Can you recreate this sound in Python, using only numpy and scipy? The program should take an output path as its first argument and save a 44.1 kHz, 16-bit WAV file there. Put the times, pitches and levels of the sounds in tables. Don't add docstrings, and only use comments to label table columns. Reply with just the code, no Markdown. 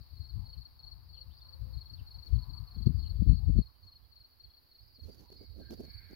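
import sys
import numpy as np
from scipy import signal
from scipy.fft import rfft, irfft
from scipy.io import wavfile
from scipy.ndimage import uniform_filter1d

SR = 44100
rng = np.random.default_rng(int(sys.argv[2]) if len(sys.argv) > 2 else 0)


def digitize_waveform(pressure):
    field = np.atleast_2d(pressure).T
    bounded = np.clip(field, -1, 1)
    quanta = np.round(bounded * 32767).astype(np.int16)
    wavfile.write(sys.argv[1], SR, quanta)


N = 271308
T = np.arange(N) / SR
HZ = np.maximum(np.fft.rfftfreq(N, 1 / SR), 1)


def from_db(db):
    return 10 ** (np.asarray(db) / 20)


def rms_one(x):
    return x / np.sqrt(np.mean(x ** 2, axis=-1, keepdims=True) + 1e-30)


def level_curve(rows):
    return np.interp(T, *np.transpose(rows))


def pan(left_db):
    return from_db(left_db * np.array([[.5], [-.5]]))


def noise(spectrum, correlation=0):
    hz, db = np.transpose(spectrum)
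    gain = from_db(np.interp(np.log(HZ), np.log(hz), db))
    mid, side = irfft(rfft(rng.standard_normal((2, N))) * gain, N)
    return rms_one(np.sqrt(1 + correlation) * mid + np.sqrt(1 - correlation) * side * [[1], [-1]])


def drift(rate_hz):
    return rms_one(irfft(rfft(rng.standard_normal(N)) / (1 + (HZ / rate_hz) ** 2) ** 2, N))


def evened(x, span_s):
    size = max(int(span_s * SR), 8)
    power = uniform_filter1d(uniform_filter1d(x ** 2, size), size)
    return rms_one(x / np.sqrt(np.abs(power) + 1e-6))


def swells(rows):
    powers = (from_db(db) ** 2 * np.exp(-np.minimum(((T - s) / width) ** 2, 60)) for s, width, db in rows)
    return np.sqrt(sum(powers))


def scatter(x, t60_s, count=60):
    delay_s = rng.random((2, count)) * t60_s
    gains = rng.standard_normal((2, count)) * from_db(-60 * delay_s / t60_s)
    echoes = np.zeros((2, int(t60_s * SR) + 2))
    np.put_along_axis(echoes, (delay_s * SR).astype(int), gains, axis=1)
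    echoes /= np.sqrt(np.sum(echoes ** 2, axis=1, keepdims=True))
    return signal.fftconvolve(np.atleast_2d(x), echoes, axes=1)[:, :N]


def add(out, s, sound):
    start = int(round(s * SR))
    lo, hi = max(start, 0), min(start + sound.shape[-1], N)
    if hi > lo:
        out[..., lo:hi] += sound[..., lo - start:hi - start]


# (frequency [Hz], relative level [dB])
HISS_SPECTRUM = [(30, 21), (100, -10.5), (250, 11), (450, 4.5), (1000, 1), (1500, 0), (2500, -2),
                 (3400, -3.5), (5200, -4.5), (6500, -15.5), (8200, -19.5), (10000, -7.5), (12000, 1),
                 (15500, 1)]
# (time [s], relative level [dB])
HISS_LEVEL = [(0.0, -75), (1.13, -77), (1.82, -74.5), (3.15, -74.5), (3.73, -78), (4.81, -76.5),
              (5.21, -77.5), (5.69, -77), (5.87, -73), (6.15, -75)]

def air_hiss(gain_db=7):
    return from_db(level_curve(HISS_LEVEL) + gain_db) * noise(HISS_SPECTRUM)


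# (frequency [Hz], relative level [dB])
TRAFFIC_SPECTRUM = [(200, -14.5), (450, -6.5), (700, 1), (1050, 5), (1350, -2), (1800, -9.5), (2800, -33)]
# (time [s], level [dB])
TRAFFIC_LEVEL = [(0, -80.5), (.8, -77), (1.2, -78.5), (1.7, -75), (2.1, -75.5), (2.5, -72.5), (2.9, -74),
                 (3.6, -81), (4.2, -82), (4.8, -87.5), (6.15, -88.5)]

def far_traffic(left_db=6.5):
    envelope = from_db(level_curve(TRAFFIC_LEVEL) + drift(8.9))
    return envelope * noise(TRAFFIC_SPECTRUM, correlation=0.23) * pan(left_db)


def note(length_s, start_hz, end_hz, waver):
    along = np.linspace(0, 1, int(length_s * SR))
    lowpass = signal.butter(2, 130, fs=SR, output="sos")
    flutter = rms_one(signal.sosfilt(lowpass, rng.standard_normal(len(along))))
    pitch_hz = (start_hz + (end_hz - start_hz) * along) * (1 + waver * flutter)
    return np.sqrt(np.sin(np.pi * along).clip(0)), 2 * np.pi * np.cumsum(pitch_hz) / SR


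def far_notes(rows, waver, echo_t60_s):
    direct = np.zeros(N)
    for s, length_s, start_hz, end_hz, db in rows:
        envelope, phase = note(length_s, start_hz, end_hz, waver)
        add(direct, s, from_db(db) * envelope * np.sin(phase))
    return 0.99 * direct + 1.1 * scatter(direct, echo_t60_s)


# (time [s], length [s], start pitch [Hz], end pitch [Hz], level [dB])
ANIMAL_CALLS = [(.35, 0.15, 1000, 830, -74.5), (.80, 0.074, 843, 756.8, -78),
                (1.44, 0.057, 1058, 1064, -76), (2.34, 0.36, 949, 1086, -72.5),
                (3.39, 0.0947, 762, 862, -73), (3.67, 0.048, 1130, 1159, -76.5),
                (3.87, 0.044, 1150, 1104, -79), (5.21, 0.097, 833, 1028, -75.5)]

def far_animals():
    return far_notes(ANIMAL_CALLS, waver=0.0936, echo_t60_s=.4) * pan(left_db=12)


# (time [s], length [s], start pitch [Hz], end pitch [Hz], level [dB])
DOVE_COOS = [(.44, .11, 520, 520, -81), (1.13, .14, 505, 540, -80), (1.46, .32, 535, 510, -76),
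             (3.04, .22, 530, 520, -76), (3.37, .28, 530, 510, -78)]

def dove():
    return far_notes(DOVE_COOS, waver=0.028, echo_t60_s=0.35)


# (time [s], length [s], start pitch [Hz], end pitch [Hz], level [dB])
BIRD_CHIPS = [(.52, 0.0495, 3305, 2730, -79), (1.135, 0.034, 3850, 3060, -75),
              (1.16, 0.032, 3020, 2750, -69.5), (1.30, 0.046, 2760, 4060, -72),
              (1.39, 0.028, 4130, 3250, -72), (1.97, 0.016, 3930, 2995, -68),
              (1.985, 0.029, 2925, 2800, -68), (3.025, 0.021, 3730, 3270, -76),
              (3.045, 0.027, 2920, 2854, -68), (3.74, 0.043, 3200, 2880, -84),
              (3.92, 0.044, 3250, 2900, -82.5)]

def small_bird():
    return far_notes(BIRD_CHIPS, waver=0.048, echo_t60_s=0.18)


# (time [s], length [s], start pitch [Hz], end pitch [Hz],
# third harmonic [relative dB], fourth harmonic [relative dB], hoarseness [share of pitch])
CROW_NOTES = [(5.362, 0.1, 551, 545, -85, -76, 0.024), (5.599, 0.13, 552, 534.5, -63.5, -80, 0.046),
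              (5.822, 0.418, 559.5, 537, -66.5, -65.5, .065)]

def rooster(sixth_db=-16, echo_db=-3):
    direct = np.zeros(N)
    for s, length_s, start_hz, end_hz, third_db, fourth_db, hoarseness in CROW_NOTES:
        envelope, phase = note(length_s, start_hz, end_hz, hoarseness)
        harmonics = ((3, third_db), (4, fourth_db), (6, third_db + sixth_db))
        add(direct, s, envelope * sum(from_db(db) * np.sin(k * phase) for k, db in harmonics))
    return 0.502 * direct + from_db(echo_db) * scatter(direct, t60_s=0.26)


# (time [s], half-width [s], thud [relative dB], grit [relative dB])
HOLDER_SHIFTS = [(0.158, 0.0027, -77, -71), (2.279, 0.025, -65.5, -70), (2.849, 0.00277, -72, -77),
                 (3.852, 0.019, -74, -76.5), (4.993, 0.00533, -59, -86), (5.061, 0.027, -63.5, -68),
                 (5.094, 0.0082, -48.5, -63), (5.131, 0.038, -66.5, -67), (5.147, 0.00065, -64, -57),
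                 (5.214, 0.027, -59.5, -66), (5.303, 0.00096, -51, -59), (5.325, 0.0042, -50.5, -64),
                 (5.354, 0.029, -64, -74), (5.414, 0.006, -51.5, -73), (5.436, 0.01, -56.5, -71),
                 (5.597, 0.058, -63.5, -83), (5.602, 0.021, -50.5, -72), (5.708, 0.00205, -41, -57),
                 (5.726, 0.016, -44, -58.5), (5.779, 0.005, -57, -67.5), (5.805, 0.0078, -40.5, -60),
                 (5.843, 0.012, -51, -63.5), (5.884, 0.0078, -55.5, -80.5), (6.113, 0.0091, -54.5, -71),
                 (6.133, 0.0021, -44.5, -63)]
# (frequency [Hz], relative level [dB])
THUD_SPECTRUM = [(60, -32), (150, 3.5), (300, 3.5), (450, -1), (700, -14), (1100, -37.5), (2500, -50)]
# (frequency [Hz], relative level [dB])
GRIT_SPECTRUM = [(800, 4), (2000, -3), (3200, -2.5), (5000, 4.5), (6500, -1.5), (8200, -16), (11500, -0.5),
                 (15500, -6.5)]

def holder_scuffs(thud_db=-0.5, grit_db=-6.5, crumble_db=4):
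    shifts = np.array(HOLDER_SHIFTS)
    thud = swells(shifts[:, [0, 1, 2]]) * evened(noise(THUD_SPECTRUM), span_s=.01)
    grit = swells(shifts[:, [0, 1, 3]]) * noise(GRIT_SPECTRUM) * from_db(crumble_db * drift(430))
    return from_db(thud_db) * thud * pan(left_db=-4) + from_db(grit_db) * grit * pan(left_db=-11)


# (time [s], port, half-width [s], level [dB])
PORT_GUSTS = [(.01, "left", 0.012, -36.5), (0.134, "left", 0.0071, -35), (0.202, "left", 0.025, -35),
              (0.375, "left", .028, -32), (0.587, "left", 0.023, -38.5), (0.854, "left", 0.018, -46.5),
              (1.303, "left", 0.027, -40.5), (1.64, "left", 0.024, -32), (1.772, "left", 0.0081, -33.5),
              (1.933, "left", 0.013, -42.5), (2.01, "left", 0.019, -40.5), (2.177, "left", 0.0266, -41),
              (2.356, "left", 0.031, -23.5), (2.499, "left", 0.012, -33), (2.626, "left", 0.019, -31.5),
              (2.809, "left", 0.037, -32), (2.94, "left", 0.049, -25), (3.208, "left", 0.017, -23.5),
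              (3.311, "left", 0.03, -16.5), (3.494, "left", 0.02, -20.5), (3.59, "left", 0.014, -19.5),
              (3.662, "right", .025, -48), (3.847, "right", 0.021, -50), (4.038, "right", 0.017, -54),
              (4.213, "right", 0.012, -54), (4.462, "right", 0.023, -49), (4.834, "right", 0.0298, -54),
              (5.053, "right", 0.028, -43.5), (5.964, "right", 0.015, -44.5)]

def wind_pressure_db(port, breeze, flutter_db=1.5):
    gusts = swells([(s, width, db) for s, side, width, db in PORT_GUSTS if side == port])
    between_gusts = from_db(level_curve(breeze) + flutter_db * drift(12))
    return 20 * np.log10(np.hypot(gusts, between_gusts))


# (time [s], level [dB])
LEFT_BREEZE = [(0, -56.5), (.45, -45), (.72, -61), (.95, -50), (1.45, -54.5), (1.7, -40.5), (1.87, -50.5),
               (2.26, -54), (2.42, -36), (2.72, -49), (3.0, -30.5), (3.099, -35), (3.58, -26),
               (3.67, -90.5), (4.8, -97.5), (6.15, -83.5)]
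# (time [s], level [dB])
RIGHT_BREEZE = [(0, -62), (.4, -66), (1.4, -58), (2.501, -55.5), (3.149, -50), (3.38, -56), (3.529, -44),
                (3.78, -61), (4.15, -64.5), (4.72, -68), (5.15, -53.5), (5.28, -60.5), (5.6, -46),
                (6.15, -55)]
# (frequency [Hz], relative level [dB])
RUMBLE_SPECTRUM = [(15, -36), (30, -18), (45, -3.5), (60, 2), (85, -2), (120, -9.5), (170, -25),
                   (240, -33.5), (400, -47), (700, -79), (3000, -120)]
# (frequency [Hz], relative level [dB])
EDDY_SPECTRUM = [(60, -6), (130, 4.5), (215, -3.5), (300, -15), (420, -29), (650, -40.5), (1000, -63),
                 (2500, -85), (8000, -115)]
# (time [s], half-width [s], level [dB])
LEFT_BUFFETS = [(2.77, 0.0056, -37), (2.81, 0.0051, -37), (2.873, 0.0055, -13.5), (2.893, 0.019, -27.5),
                (2.99, 0.0063, -44), (3.224, 0.0041, -17), (3.278, 0.011, -27), (3.303, 0.023, -26),
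                (3.332, 0.0074, -27.5), (3.497, 0.0086, -23.5), (3.565, 0.0076, -25), (3.59, 0.005, -16),
                (3.614, 0.0026, -28.5)]

def wind(eddy_db=-25, eddy_growth=1.28, strong_wind_db=-22, leak_db=-27):
    port_db = np.array([wind_pressure_db("left", LEFT_BREEZE), wind_pressure_db("right", RIGHT_BREEZE)])
    rumble = from_db(port_db + 2.02 * drift(9.8)) * evened(noise(RUMBLE_SPECTRUM), span_s=0.052)
    eddy_level_db = strong_wind_db + eddy_db + eddy_growth * (port_db - strong_wind_db)
    eddies = from_db(eddy_level_db + 2 * drift(12)) * noise(EDDY_SPECTRUM)
    buffets = swells(LEFT_BUFFETS) * evened(noise(EDDY_SPECTRUM), span_s=0.018)
    return rumble + eddies + buffets * from_db([[0], [leak_db]])


def wing_stroke(hz, port_phase=0, rise_s=.0125, decay_s=.013, fall_hz=150, late_fall_hz=135):
    t = np.arange(-int(rise_s * SR), int(decay_s * SR)) / SR
    along = t / decay_s
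    pitch_hz = hz - fall_hz * along - late_fall_hz * np.maximum(along, 0) ** 2
    envelope = np.cos(np.pi / 2 * np.where(t < 0, t / rise_s, along)).clip(0) ** 0.79
    phase = 2 * np.pi * (np.cumsum(pitch_hz) / SR + rng.random())
    return t[0], envelope * np.sin(phase + port_phase)


def far_strokes(centre_hz, spread_hz, count, spread_db=3.7):
    strokes = np.zeros((2, N))
    times_s = (np.arange(count) + 1.7 * rng.random(count)) / count * T[-1]
    for s, (detune, size, phase) in zip(times_s, rng.standard_normal((count, 3))):
        offset_s, tone = wing_stroke(centre_hz + spread_hz * detune, np.array([[0], [phase]]))
        add(strokes, s + offset_s, tone * from_db(spread_db * size))
    return rms_one(strokes + 2.2 * scatter(strokes, t60_s=.04))


# (time [s], relative level [dB])
CHORUS_LEVEL = [(0, -64), (1.0, -67.5), (1.38, -66.5), (1.62, -65.5), (2.4, -65), (3.0, -67.5), (3.2, -65),
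                (3.45, -66), (3.75, -69.5), (4.6, -69.5), (5.2, -68), (5.4, -63), (5.55, -64), (5.9, -62.5),
                (6.15, -63.5)]
# (frequency [Hz], relative level [dB])
CHORUS_SPECTRUM = [(3500, -35.5), (3850, -11.5), (4150, -10.5), (4420, -1.5), (4700, -6), (5000, -14),
                   (5400, -25), (6200, -52.5)]
# (time [s], half-width [s], level [dB])
THIN_TRILL = [(1.05, 0.091, -75), (1.37, .025, -66), (2.97, 0.055, -66.5), (4.87, 0.054, -67.5),
              (4.95, 0.015, -68), (5.12, 0.022, -63), (5.41, 0.051, -61.5), (5.76, 0.027, -63.5),
              (5.91, 0.017, -68), (6.14, 0.034, -76)]

def far_crickets(strokes_db=-4.8, blur_db=-4):
    strokes = from_db(strokes_db) * far_strokes(centre_hz=4440, spread_hz=120, count=380)
    blur = from_db(blur_db) * noise(CHORUS_SPECTRUM, correlation=0.18)
    chorus = (strokes + blur) * from_db(level_curve(CHORUS_LEVEL))
    trill = swells(THIN_TRILL) * far_strokes(centre_hz=4690, spread_hz=110, count=1100)
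    left_db = np.interp(T, [3.4, 3.8, 5.4], [5, 0, -1.5])
    return (chorus + trill) * pan(left_db)


# (time [s], strokes [count])
FAINT_CHIRPS = [(1.84, 2), (2.289, 3), (2.773, 3), (3.162, 3), (3.538, 2), (4.042, 1), (4.456, 3)]

def low_cricket(pitch_hz=3350, gain_db=-77.5, period_s=.042):
    direct = np.zeros(N)
    for s, count in FAINT_CHIRPS:
        for k in range(count):
            offset_s, tone = wing_stroke(pitch_hz)
            add(direct, s + k * period_s + offset_s, tone)
    return from_db(gain_db) * (0.8 * direct + 0.39 * scatter(direct, t60_s=.06))


NEAR_SINGERS = {"steady": (4335, .0365, 1.3, 8.7), "eager": (4360, .039, 2.25, 22),
                "high": (4490, .040, 0.85, 13)}
# (time [s], singer, strokes [count], first stroke at the left port [relative dB],
# left minus right [dB])
NEAR_CHIRPS = [(0.175, "steady", 3, -54.5, 5), (0.222, "eager", 3, -54, 4.5),
               (0.465, "steady", 3, -52, 0.5), (0.582, "eager", 3, -52, 6.5),
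               (0.801, "steady", 3, -52.5, 3), (0.844, "eager", 3, -50.5, 9), (1.099, "eager", 4, -56, 9),
               (1.149, "steady", 3, -50.5, 5.5), (1.348, "high", 2, -59, 15.5),
               (1.425, "steady", 3, -52, 5.5), (1.458, "eager", 3, -52, 15), (1.745, "steady", 3, -51, 3.5),
               (1.865, "eager", 3, -50, 10), (2.08, "steady", 3, -52, 2), (2.193, "eager", 3, -50, 14),
               (2.359, "steady", 3, -53.5, 1.5), (2.503, "eager", 3, -48, 14),
               (2.682, "steady", 3, -54.5, 1), (2.79, "eager", 3, -49, 11.5),
               (3.000, "steady", 3, -50.5, 4.5), (3.027, "eager", 3, -51, 8),
               (3.295, "eager", 3, -54.5, 11.5), (3.314, "steady", 3, -56.5, 1.5),
               (3.581, "eager", 2, -55, 6.5), (3.594, "steady", 3, -57, 1), (3.837, "eager", 2, -57, 5.5),
               (3.891, "steady", 3, -57, 0), (4.129, "eager", 2, -56, 9), (4.177, "steady", 3, -56.5, 2.5),
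               (4.408, "eager", 2, -52.5, 5), (4.509, "steady", 3, -59.5, 3),
               (4.721, "steady", 3, -59.5, -1.5), (4.968, "steady", 3, -56.5, 1),
               (5.191, "high", 1, -58.5, 6), (5.294, "steady", 3, -60.5, -1.5),
               (5.561, "high", 1, -68, -7.5), (5.625, "steady", 3, -59, -5), (5.788, "high", 2, -59, 0),
               (5.85, "eager", 2, -57, 6), (5.902, "steady", 3, -57, 8), (5.908, "high", 3, -55, -6),
               (6.139, "high", 1, -56.5, 7)]

def near_crickets(direct_db=0.66, ground_db=-14, echo_db=-13, roughness=0.14, jitter_hz=14, jitter_db=.13):
    direct = np.zeros((2, N))
    for s, singer, count, first_db, side_db in NEAR_CHIRPS:
        hz, period_s, swell_db, rise_hz = NEAR_SINGERS[singer]
        for k, (size, detune, path) in enumerate(rng.standard_normal((count, 3))):
            port_phase = np.array([[0], [0.2 * side_db + 0.75 * path]])
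            offset_s, tone = wing_stroke(hz + k * rise_hz + jitter_hz * detune, port_phase)
            left_db = first_db + k * swell_db - jitter_db * size
            add(direct, s + k * period_s + offset_s, tone * from_db([[left_db], [left_db - side_db]]))
    direct *= 1 + roughness * drift(450)
    ground = from_db(ground_db) * scatter(direct, t60_s=.02)
    echoes = from_db(echo_db) * scatter(direct, t60_s=.16)
    return from_db(direct_db) * direct + ground + echoes


def scene():
    far_voices = small_bird() + dove() + rooster() + far_animals()
    crickets = near_crickets() + low_cricket() + far_crickets()
    at_microphone = wind() + holder_scuffs()
    return air_hiss() + far_traffic() + far_voices + at_microphone + crickets


def record(dry, cutoff_hz=15800):
    return signal.sosfilt(signal.ellip(12, .1, 80, cutoff_hz, fs=SR, output="sos"), dry)


dry = scene()
out = record(dry)
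digitize_waveform(out)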